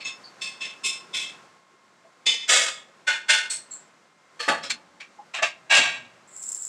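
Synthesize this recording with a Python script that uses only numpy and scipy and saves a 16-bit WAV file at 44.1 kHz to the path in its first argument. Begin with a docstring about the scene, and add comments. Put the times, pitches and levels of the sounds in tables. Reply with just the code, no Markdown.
"""Steel stock clanks in quick runs as it is dropped and stacked in a fabrication workshop.
Each impact excites the normal modes of the piece, which chatters and then rings in damped free vibration.
A rolled hoop knocks on the bending rollers, drops onto them and is dragged round, squealing thinly by
stick-slip friction. A large shed adds its diffuse reverberation over a low machine hum."""
import sys
import numpy as np
from scipy import signal
from scipy.fft import rfft, irfft
from scipy.io import wavfile
from scipy.ndimage import uniform_filter1d, minimum_filter1d

SR = 44100
rng = np.random.default_rng(int(sys.argv[2]) if len(sys.argv) > 2 else 0)


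def master_out(mix):
    """Clip the mix to full scale and print it as 16-bit PCM to the path in sys.argv[1]."""
    frames = np.transpose(np.atleast_2d(mix))
    ceiling = np.clip(frames, -1, 1)
    pcm = np.round(ceiling * 32767).astype(np.int16)
    wavfile.write(sys.argv[1], SR, pcm)


N = 294572
TIME = np.arange(N) / SR
BLOW = TIME[:2 ** 15]  # time axis of one impact, t/s
ATTACK_S = .0115

# Strongest normal modes of each piece: f/Hz, relative level/dB
BAR_MODES = [(1073, -17.5), (2106, -10.5), (2614, 2.5), (3035, -19), (3281, -13), (3524, -12), (3560, -4),
             (5195, -9.5), (5313, -5.5), (6397, -21), (7563, -15), (7639, -15), (8107, -20), (8482, -16)]
STRIP_MODES = [(1851, -16.5), (2062, -12), (2110, -10.5), (2414, -11.5), (2609, -8.5), (3033, -5.5),
               (3073, -10), (3515, -4.5), (3559, -1.5), (4358, -14), (4870, -11), (5204, -10.5),
               (5848, -18.5), (6388, -13)]
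SHEET_MODES = [(527, -12), (561, -14), (1248, -4), (1694, -6), (1727, -5.5), (1914, -4), (2172, -2),
               (2208, -3), (2502, -8), (2621, -5), (2855, -14), (3333, -1.5), (3594, -5), (4814, -6.5),
               (5150, -6.5), (5967, -12.5), (6353, -10), (6838, -5.5), (6877, -9.5), (6918, -8),
               (7503, -1.5), (7709, -6), (7760, -9), (8239, -14), (8523, -11.5), (9145, -10)]
PLATE_MODES = [(889, -10), (1480, 3), (1565, -2.5), (1620, -3), (1813, -2), (1862, -16), (2117, -0.5),
               (2225, -12), (2401, -14), (2431, -8.5), (2706, -7.5), (2781, -6), (2916, -8.5), (3119, -13),
               (3447, -3.5), (3502, -9), (3560, -7.5), (3736, -13.5), (4251, -9), (4394, -9.5), (5631, -21),
               (6556, -17)]
ROLLER_MODES = [(315, -30), (560, -11), (684, -7), (870, -6), (1164, 0), (1264, -4.5), (1561, -16),
                (1631, -9), (1699, -11), (1731, -0.5), (1961, -13), (2450, -19), (2601, -8), (3238, -16),
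                (3403, -15), (3670, -22), (4567, -19), (5249, -26)]
HOOP_MODES = [(634, -22), (1136, -15.5), (1579, -18.5), (1617, -2.5), (1880, -7.5), (1938, -13),
              (2246, -11), (2281, -2.5), (2475, -3.5), (2594, -16), (2637, -11), (2669, 0), (2794, -3.5),
              (2862, -5), (3100, -13), (3248, -8.5), (3386, -9.5), (3550, -12), (3579, -16), (3813, -8.5),
              (3932, -10), (4322, -16), (4510, -16.5), (5413, -20), (5700, -26), (6280, -17.5), (6633, -21),
              (7310, -14), (7612, -14), (7661, -22)]
# Continuum of weak, overlapping modes of each piece: f/Hz, relative spectral level/dB
BAR_CONTINUUM = [(100, -22.5), (250, -13.5), (550, -16.5), (1000, -23), (1600, -13), (2400, -1.5),
                 (3500, 0), (5000, -8.5), (7500, -4.5), (9500, -16), (12000, -34.5), (15000, -46)]
STRIP_CONTINUUM = [(100, -45.5), (250, -25), (550, -19), (1000, -16.5), (1600, -15.5), (2400, -9.5),
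                   (3500, -0.5), (5000, -16), (7500, -7), (9500, -20.5), (12000, -46.5), (15000, -52)]
SHEET_CONTINUUM = [(100, -44.5), (250, -21), (550, -4.5), (1000, -5), (1600, -5.5), (2400, -6.5),
                   (3500, -1), (5000, -6), (7500, -6.5), (9500, -18), (12000, -35), (15000, -48.5)]
PLATE_CONTINUUM = [(100, -34), (250, -19), (550, -4), (1000, -9), (1600, -9.5), (2400, 2.5), (3500, -3.5),
                   (5000, -5.5), (7500, -4.5), (9500, -15), (12000, -36), (15000, -48.5)]
ROLLER_CONTINUUM = [(100, -47), (250, -17), (550, -6.5), (1000, -23), (1600, 2), (2400, 1), (3500, -4),
                    (5000, -11), (7500, -10.5), (9500, -21.5), (12000, -38), (15000, -47)]
HOOP_CONTINUUM = [(100, -26.5), (250, -28), (550, -15.5), (1000, -7), (1600, -8.5), (2400, 1), (3500, -2.5),
                  (5000, -7.5), (7500, -9.5), (9500, -20.5), (12000, -42), (15000, -51)]
STEEL = {"bar": (BAR_MODES, BAR_CONTINUUM), "strip": (STRIP_MODES, STRIP_CONTINUUM),
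         "sheet": (SHEET_MODES, SHEET_CONTINUUM), "plate": (PLATE_MODES, PLATE_CONTINUUM),
         "roller": (ROLLER_MODES, ROLLER_CONTINUUM), "hoop": (HOOP_MODES, HOOP_CONTINUUM)}


def clank(piece, crash_db, ring_db, bass_db, treble_db, chatter, t60, rattle_db=1.58, bounce_db=1.31):
    """Modal superposition: dense weak modes merge into a crash, and the strong modes ring through it."""
    modes, continuum = STEEL[piece]
    size = len(BLOW)
    tilt = [(500, bass_db), (2500, 0), (7500, treble_db)]  # set by the place and hardness of contact
    grid_hz = np.arange(0, SR / 2, 55)
    ripple_db = 5 * rng.standard_normal(len(grid_hz))  # peaks and valleys of the weak modes
    crash = noise(
        lambda f: spectrum_db(continuum, f) + spectrum_db(tilt, f) + np.interp(f, grid_hz, ripple_db),
        size)
    crash = butterworth(crash, 4, 115, "high")  # thin steel radiates hardly any deep bass
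    ring = unit(sum(amp(db + spectrum_db(tilt, hz)) * mode(hz) for hz, db in modes))
    rattle = amp(rattle_db * wander(300, size))
    bounce = amp(bounce_db * wander(90, size))
    rise = ATTACK_S + .035 * chatter  # a piece that chatters longer settles more slowly
    crash = damp(unit(crash * rattle), rise, chatter, t60)
    ring = damp(ring, rise, chatter, 1.12 * t60)
    return (amp(crash_db) * crash + amp(ring_db) * ring) * bounce


def damp(x, rise, chatter, t60, treble_t60_ratio=.82):
    """Frequency-dependent damping: the shortest bending waves die first."""
    body = signal.sosfiltfilt(signal.butter(2, 5000, fs=SR, output="sos"), x)
    treble = (x - body) * envelope(BLOW, rise, chatter, t60 * treble_t60_ratio)
    return body * envelope(BLOW, rise, chatter, t60) + treble


# Impacts of steel on steel: piece, t/s, crash level/dB, ring level re crash/dB, bass tilt/dB,
# treble tilt/dB, chatter/s, T60/s, f/Hz picked out by a grazing edge (None for a flat landing)
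IMPACTS = [ ("bar", 0.000, -38.5, -7, 0, -12, .007, .22, 4320),
           ("bar", 0.042, -37.5, 4.5, 1, -7, .13, .105, 6620),
           ("bar", 0.409, -36.5, 5, 2.5, 2.5, .03, .39, 4400),
           ("bar", 0.601, -35.5, 2, 0, -10, .14, .17, 3430),
           ("bar", 0.832, -28.5, 3.5, -1, 6.4, .11, .21, None),
           ("bar", 1.130, -29.5, -3, -1, -2, .25, .17, 3480),
           ("strip", 2.256, -24, 5, 6.5, 1, .012, .47, None),
           ("sheet", 2.476, -17.5, -1, -1.5, 0, .34, .21, None),
           ("plate", 3.066, -26.5, 5.5, -1, 0, .042, .28, None),
           ("plate", 3.281, -20, 3, -6, 0, .09, .27, None),
           ("plate", 3.495, -31.5, -11, -2, 15, .018, .29, 4330),
           ("roller", 4.391, -33.5, -2, -7, 3, .008, .6, 4360),
           ("roller", 4.475, -20.5, 1.3, 9.5, 1, .004, .29, 830),
           ("sheet", 4.627, -34, -4, -3.5, -6, .005, .25, 5250),
           ("plate", 4.694, -23.5, -8, -12, -1.5, .003, .125, 4260),
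           ("hoop", 4.996, -41.5, -9, -1, -8, .02, .16, 2350),
           ("hoop", 5.334, -28, -7, 3, -5, .075, .085, None),
           ("roller", 5.380, -31, 1, 0, -13, .004, .09, None),
           ("hoop", 5.419, -22, -.5, 5, -1, .006, .2, 2680),
           ("roller", 5.418, -27, 4, 3, -5, .006, .14, None),
           ("hoop", 5.695, -20, 4.7, 9, .5, .18, .32, None),
           ("hoop", 5.742, -19, -.5, 5, 1.5, .058, .16, None), ]


def landings(graze_db=-3.5, graze_q=21, sing_db=-10.5):
    """Impact excitation: each landing clanks, a grazing edge adds a resonance, and the bar sings on."""
    out = np.zeros(N)
    for piece, start, db, ring_db, bass_db, treble_db, chatter, t60, graze_hz in IMPACTS:
        add(out, start, clank(piece, db, db + ring_db, bass_db, treble_db, chatter, t60))
        if graze_hz:
            add(out, start, amp(db + graze_db) * resonance(graze_hz, graze_hz / graze_q, chatter, t60))
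        if piece == "bar":
            singing = resonance(hz=5290, width_hz=100, hold=.025, t60=.4)
            add(out, start, amp(db + ring_db + sing_db) * singing)
    return out


# Fast and slow decay of the bar's lowest mode: level re ring/dB, T60/s
DECAY_STAGES = [(-18, .6), (-39.5, 10)]


def bar_aftersound():
    """Energy summation: every landing of the bar feeds its lowest mode, which decays in two stages."""
    power = np.zeros(N)
    for piece, start, db, ring_db, *_ in IMPACTS:
        if piece == "bar":
            for stage_db, t60 in DECAY_STAGES:
                add(power, start, (amp(db + ring_db + stage_db) * envelope(TIME, ATTACK_S, 0, t60)) ** 2)
    return np.sqrt(power) * tone(hz=1077)


# Frequency response of the hoop's edge: f/Hz, relative level/dB
EDGE_SPECTRUM = [(1500, -44), (4700, -28.5), (5300, -24), (5750, -33), (6300, -23), (6800, -12),
                 (7250, 0.5), (7700, 3), (8200, -9), (9500, -23), (11500, -34), (15500, -37)]


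def edge_response(size=1024):
    """Minimum-phase impulse response: the causal ring of the hoop's edge, with unit energy."""
    magnitude = amp(spectrum_db(EDGE_SPECTRUM, np.fft.rfftfreq(size, 1 / SR)))
    cepstrum = irfft(np.log(magnitude))
    cepstrum[1:size // 2] *= 2  # fold onto positive time
    cepstrum[size // 2 + 1:] = 0
    ring = irfft(np.exp(rfft(cepstrum)))
    return ring / np.sqrt(np.sum(ring ** 2))


# Larger slips of the hoop's edge on the roller: t/s, level/dB
HOOP_SLIPS = [(6.3634, -28), (6.4263, -19), (6.4887, -19), (6.5181, -18), (6.5465, -18), (6.6214, -20),
              (6.6503, -21)]


def hoop_drag(onset_s=6.275, swell_s=.17, swell_db=18, creep_db=-38, rebound_s=.0103):
    """Stick-slip friction: fine creep drives the edge; larger slips squeak, skitter and ring the hoop."""
    swell = np.clip((TIME - onset_s) / swell_s, 0, 1)
    friction = rng.standard_normal(N) * (TIME > onset_s)
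    grain_db = 2 * wander(300, N)
    creep = friction * amp(creep_db + swell_db * (swell - 1) + grain_db)
    out = signal.fftconvolve(creep, edge_response())[:N]
    for first, slip_db in HOOP_SLIPS:
        for start, db in (first, slip_db), (first + rebound_s, slip_db - 6):  # catches and slips again
            squeak = mode(hz=7430, width_hz=400) * envelope(BLOW, rise=.001, hold=.00085, t60=.016)
            hiss = unit(butterworth(rng.standard_normal(len(BLOW)), 2, [6000, 9300], "band"))
            skitter = hiss * envelope(BLOW, rise=.00091, hold=.00062, t60=.082)
            add(out, start, amp(db - 5.5) * squeak + amp(db - 21) * skitter)
        add(out, first, amp(slip_db - 35) * resonance(hz=5300, width_hz=250, hold=0, t60=.2))
    return out


# Squeaks of sliding edges: t/s, f/Hz, level/dB, hold/s
EDGE_SQUEAKS = [(0.235, 4500, -44, .015), (2.750, 3400, -43, .02), (3.495, 8150, -28, .055),
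                (3.705, 7540, -37.5, .06), (3.705, 4270, -55, .05)]


def squeaks(q=18):
    """Frictional excitation: a sliding edge drives one narrow resonance."""
    out = np.zeros(N)
    for start, hz, db, hold in EDGE_SQUEAKS:
        add(out, start, amp(db) * resonance(hz, hz / q, hold, t60=.2))
    return out


# Dull, hollow knocks: t/s, f/Hz, level/dB
HOLLOW_KNOCKS = [(1.728, 359, -59), (2.04, 653, -49), (4.394, 470, -40), (5.182, 832, -41),
                 (5.416, 638, -26)]


def knocks():
    """Damped oscillation: each knock is a single low mode that dies quickly."""
    out = np.zeros(N)
    for start, hz, db in HOLLOW_KNOCKS:
        add(out, start, amp(db) * mode(hz) * envelope(BLOW, ATTACK_S, hold=.009, t60=.095))
    return out


# Heavy blows on the roller frame, from a roller landing at 4.475 s and the dropped hoop at 5.775 s: t/s,
# level/dB
FRAME_BLOWS = [(4.475, -31), (5.775, -39)]
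# Resonances of the frame: f/Hz, bandwidth/Hz, level re blow/dB, T60/s
FRAME_MODES = [(100, 50, -19, .2), (155, 40, -7, .17), (280, 120, -1.5, .15), (420, 140, -1.5, .16)]


def frame_thuds():
    """Structural resonance: heavy blows of the roller and the hoop shake the broad, low modes of the roller
    frame."""
    out = np.zeros(N)
    for start, db in FRAME_BLOWS:
        for hz, width_hz, mode_db, t60 in FRAME_MODES:
            add(out, start, amp(db + mode_db) * resonance(hz, width_hz, hold=.009, t60=t60))
    return out


# Reverberation bands of the shed: f/Hz, T60/s, level/dB
SHED_BANDS = [(119.9, 1.3, -4.5), (250, 1.4, -17), (700, 1.4, -24), (2000, 1.0, -36), (6000, 0.65, -45.5)]


def shed_reverb(x):
    """Diffuse field: dense reflections decay exponentially, longest and strongest at low frequencies."""
    t = TIME[:2 * SR]
    tail = 0
    for hz, t60, db in SHED_BANDS:
        band = butterworth(rng.standard_normal(len(t)), 2, [hz / 1.7, hz * 1.7], "band")
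        decay = envelope(t, rise=.038, hold=.02, t60=t60)
        tail = tail + amp(db) * band * decay / np.sqrt(np.sum(decay ** 2))
    return signal.fftconvolve(x, tail)[:N]


# Continuous spectrum of the machinery: f/Hz, relative spectral level/dB
MACHINE_SPECTRUM = [(18, -89), (30, -52), (167, -9), (328, -12), (364, -7), (404, -11.5), (552, -9.5),
                    (978, -11), (1060, -4), (1140, -12), (1300, -8.5), (2990, -19.5), (7630, -24),
                    (15000, -53.5)]
# Its line spectrum: f/Hz, level/dB
MACHINE_LINES = [(2113, -73)]
# Background rumble ducking and swelling, as under automatic gain control or noise suppression:
# t/s, level/dB
BACKGROUND_LEVEL = [(0, -52.5), (1.35, -50.5), (1.65, -60.5), (2.2, -58.7), (3.8, -55), (4.15, -61.5),
                    (4.35, -56), (4.9, -58), (6.68, -56)]


def machinery():
    """Broadband noise plus a line spectrum: distant machines rumble under a faint tone."""
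    rumble = noise(lambda f: spectrum_db(MACHINE_SPECTRUM, f), N)
    level_db = np.interp(TIME, *np.transpose(BACKGROUND_LEVEL)) + .8 * wander(14, N)
    return rumble * amp(level_db) + sum(amp(db) * tone(hz) for hz, db in MACHINE_LINES)


def mode(hz, width_hz=22, beat_db=3.0, hop=64):
    """Line broadening: shifting contacts jostle the phase of a mode of rms 1 and make it beat."""
    ticks = BLOW[::hop]
    kicks = rng.standard_normal(len(ticks)) * np.sqrt(2 * np.pi * width_hz * hop / SR)
    phase = np.interp(BLOW, ticks, np.cumsum(kicks) + 2 * np.pi * rng.random())
    beating = amp(beat_db * wander(55, len(BLOW)))
    return unit(beating * np.sin(2 * np.pi * hz * BLOW + phase))


def resonance(hz, width_hz, hold, t60, rise=.0095):
    """Forced vibration: noise drives one resonance, and little radiates far below it."""
    def response_db(f):
        detuning = 1 + (1.5 * (f - hz) / width_hz) ** 2
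        bass_loss = 1 + (.5 * hz / (f + 1)) ** 4
        return -20 * np.log10(detuning * bass_loss)
    return noise(response_db, len(BLOW)) * envelope(BLOW, rise, hold, t60)


def tone(hz, waver_db=1.7):
    """Random modulation: a sinusoid wavers in level and phase."""
    return amp(waver_db * wander(8.4, N)) * unit(np.sin(2 * np.pi * hz * TIME + .5 * wander(15, N)))


def envelope(t, rise, hold, t60):
    """Exponential decay, after a build-up and a rounded hold; all times in seconds."""
    free_time = np.hypot(np.maximum(t - rise, 0), hold) - hold
    return np.minimum(t / rise, 1) ** 1.5 * amp(-60 * free_time / t60)


def noise(shape_db, size):
    """Spectral shaping: noise of rms 1 whose level/dB is a function of f/Hz."""
    hz = np.fft.rfftfreq(size, 1 / SR)
    return unit(irfft(rfft(rng.standard_normal(size)) * amp(shape_db(hz)), size))


def spectrum_db(points, hz):
    """Interpolation of (f/Hz, level/dB) points on a log-frequency axis."""
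    f, db = np.transpose(points)
    return np.interp(np.log(hz + 1), np.log(f), db)


def wander(rate, size):
    """Random fluctuation: `rate` normal values a second, joined by straight lines."""
    return np.interp(TIME[:size] * rate, np.arange(4096), rng.standard_normal(4096))


def butterworth(x, order, hz, kind):
    """Filtering with a maximally flat passband."""
    return signal.sosfilt(signal.butter(order, hz, kind, fs=SR, output="sos"), x)


def amp(db):
    """Level/dB to amplitude ratio."""
    return 10 ** (db / 20)


def unit(x):
    """Normalisation to rms 1."""
    return x / np.sqrt(np.mean(x ** 2) + 1e-20)


def add(track, start, sound):
    """Superposition of a sound on the track at `start` seconds."""
    i = int(start * SR)
    track[i:i + len(sound)] += sound[:N - i]


def scene():
    """Linear superposition of the steel, its reverberation and the machinery, in one channel."""
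    steel = landings() + squeaks() + knocks() + frame_thuds() + hoop_drag()
    return (steel + shed_reverb(steel) + bar_aftersound() + machinery())[None]


def record(dry, ceiling=.62, window_s=.004, top_hz=15700):
    """Band and peak limiting: the deep bass is thinned, the highest peaks held down and the top cut."""
    thin = butterworth(dry, 2, 62, "high")
    span = int(window_s * SR)
    needed_gain = ceiling / np.maximum(abs(thin), ceiling)
    gain = uniform_filter1d(minimum_filter1d(needed_gain, span), span)
    return signal.sosfilt(signal.ellip(10, .2, 80, top_hz, fs=SR, output="sos"), thin * gain)


dry = scene()
out = record(dry)
master_out(out)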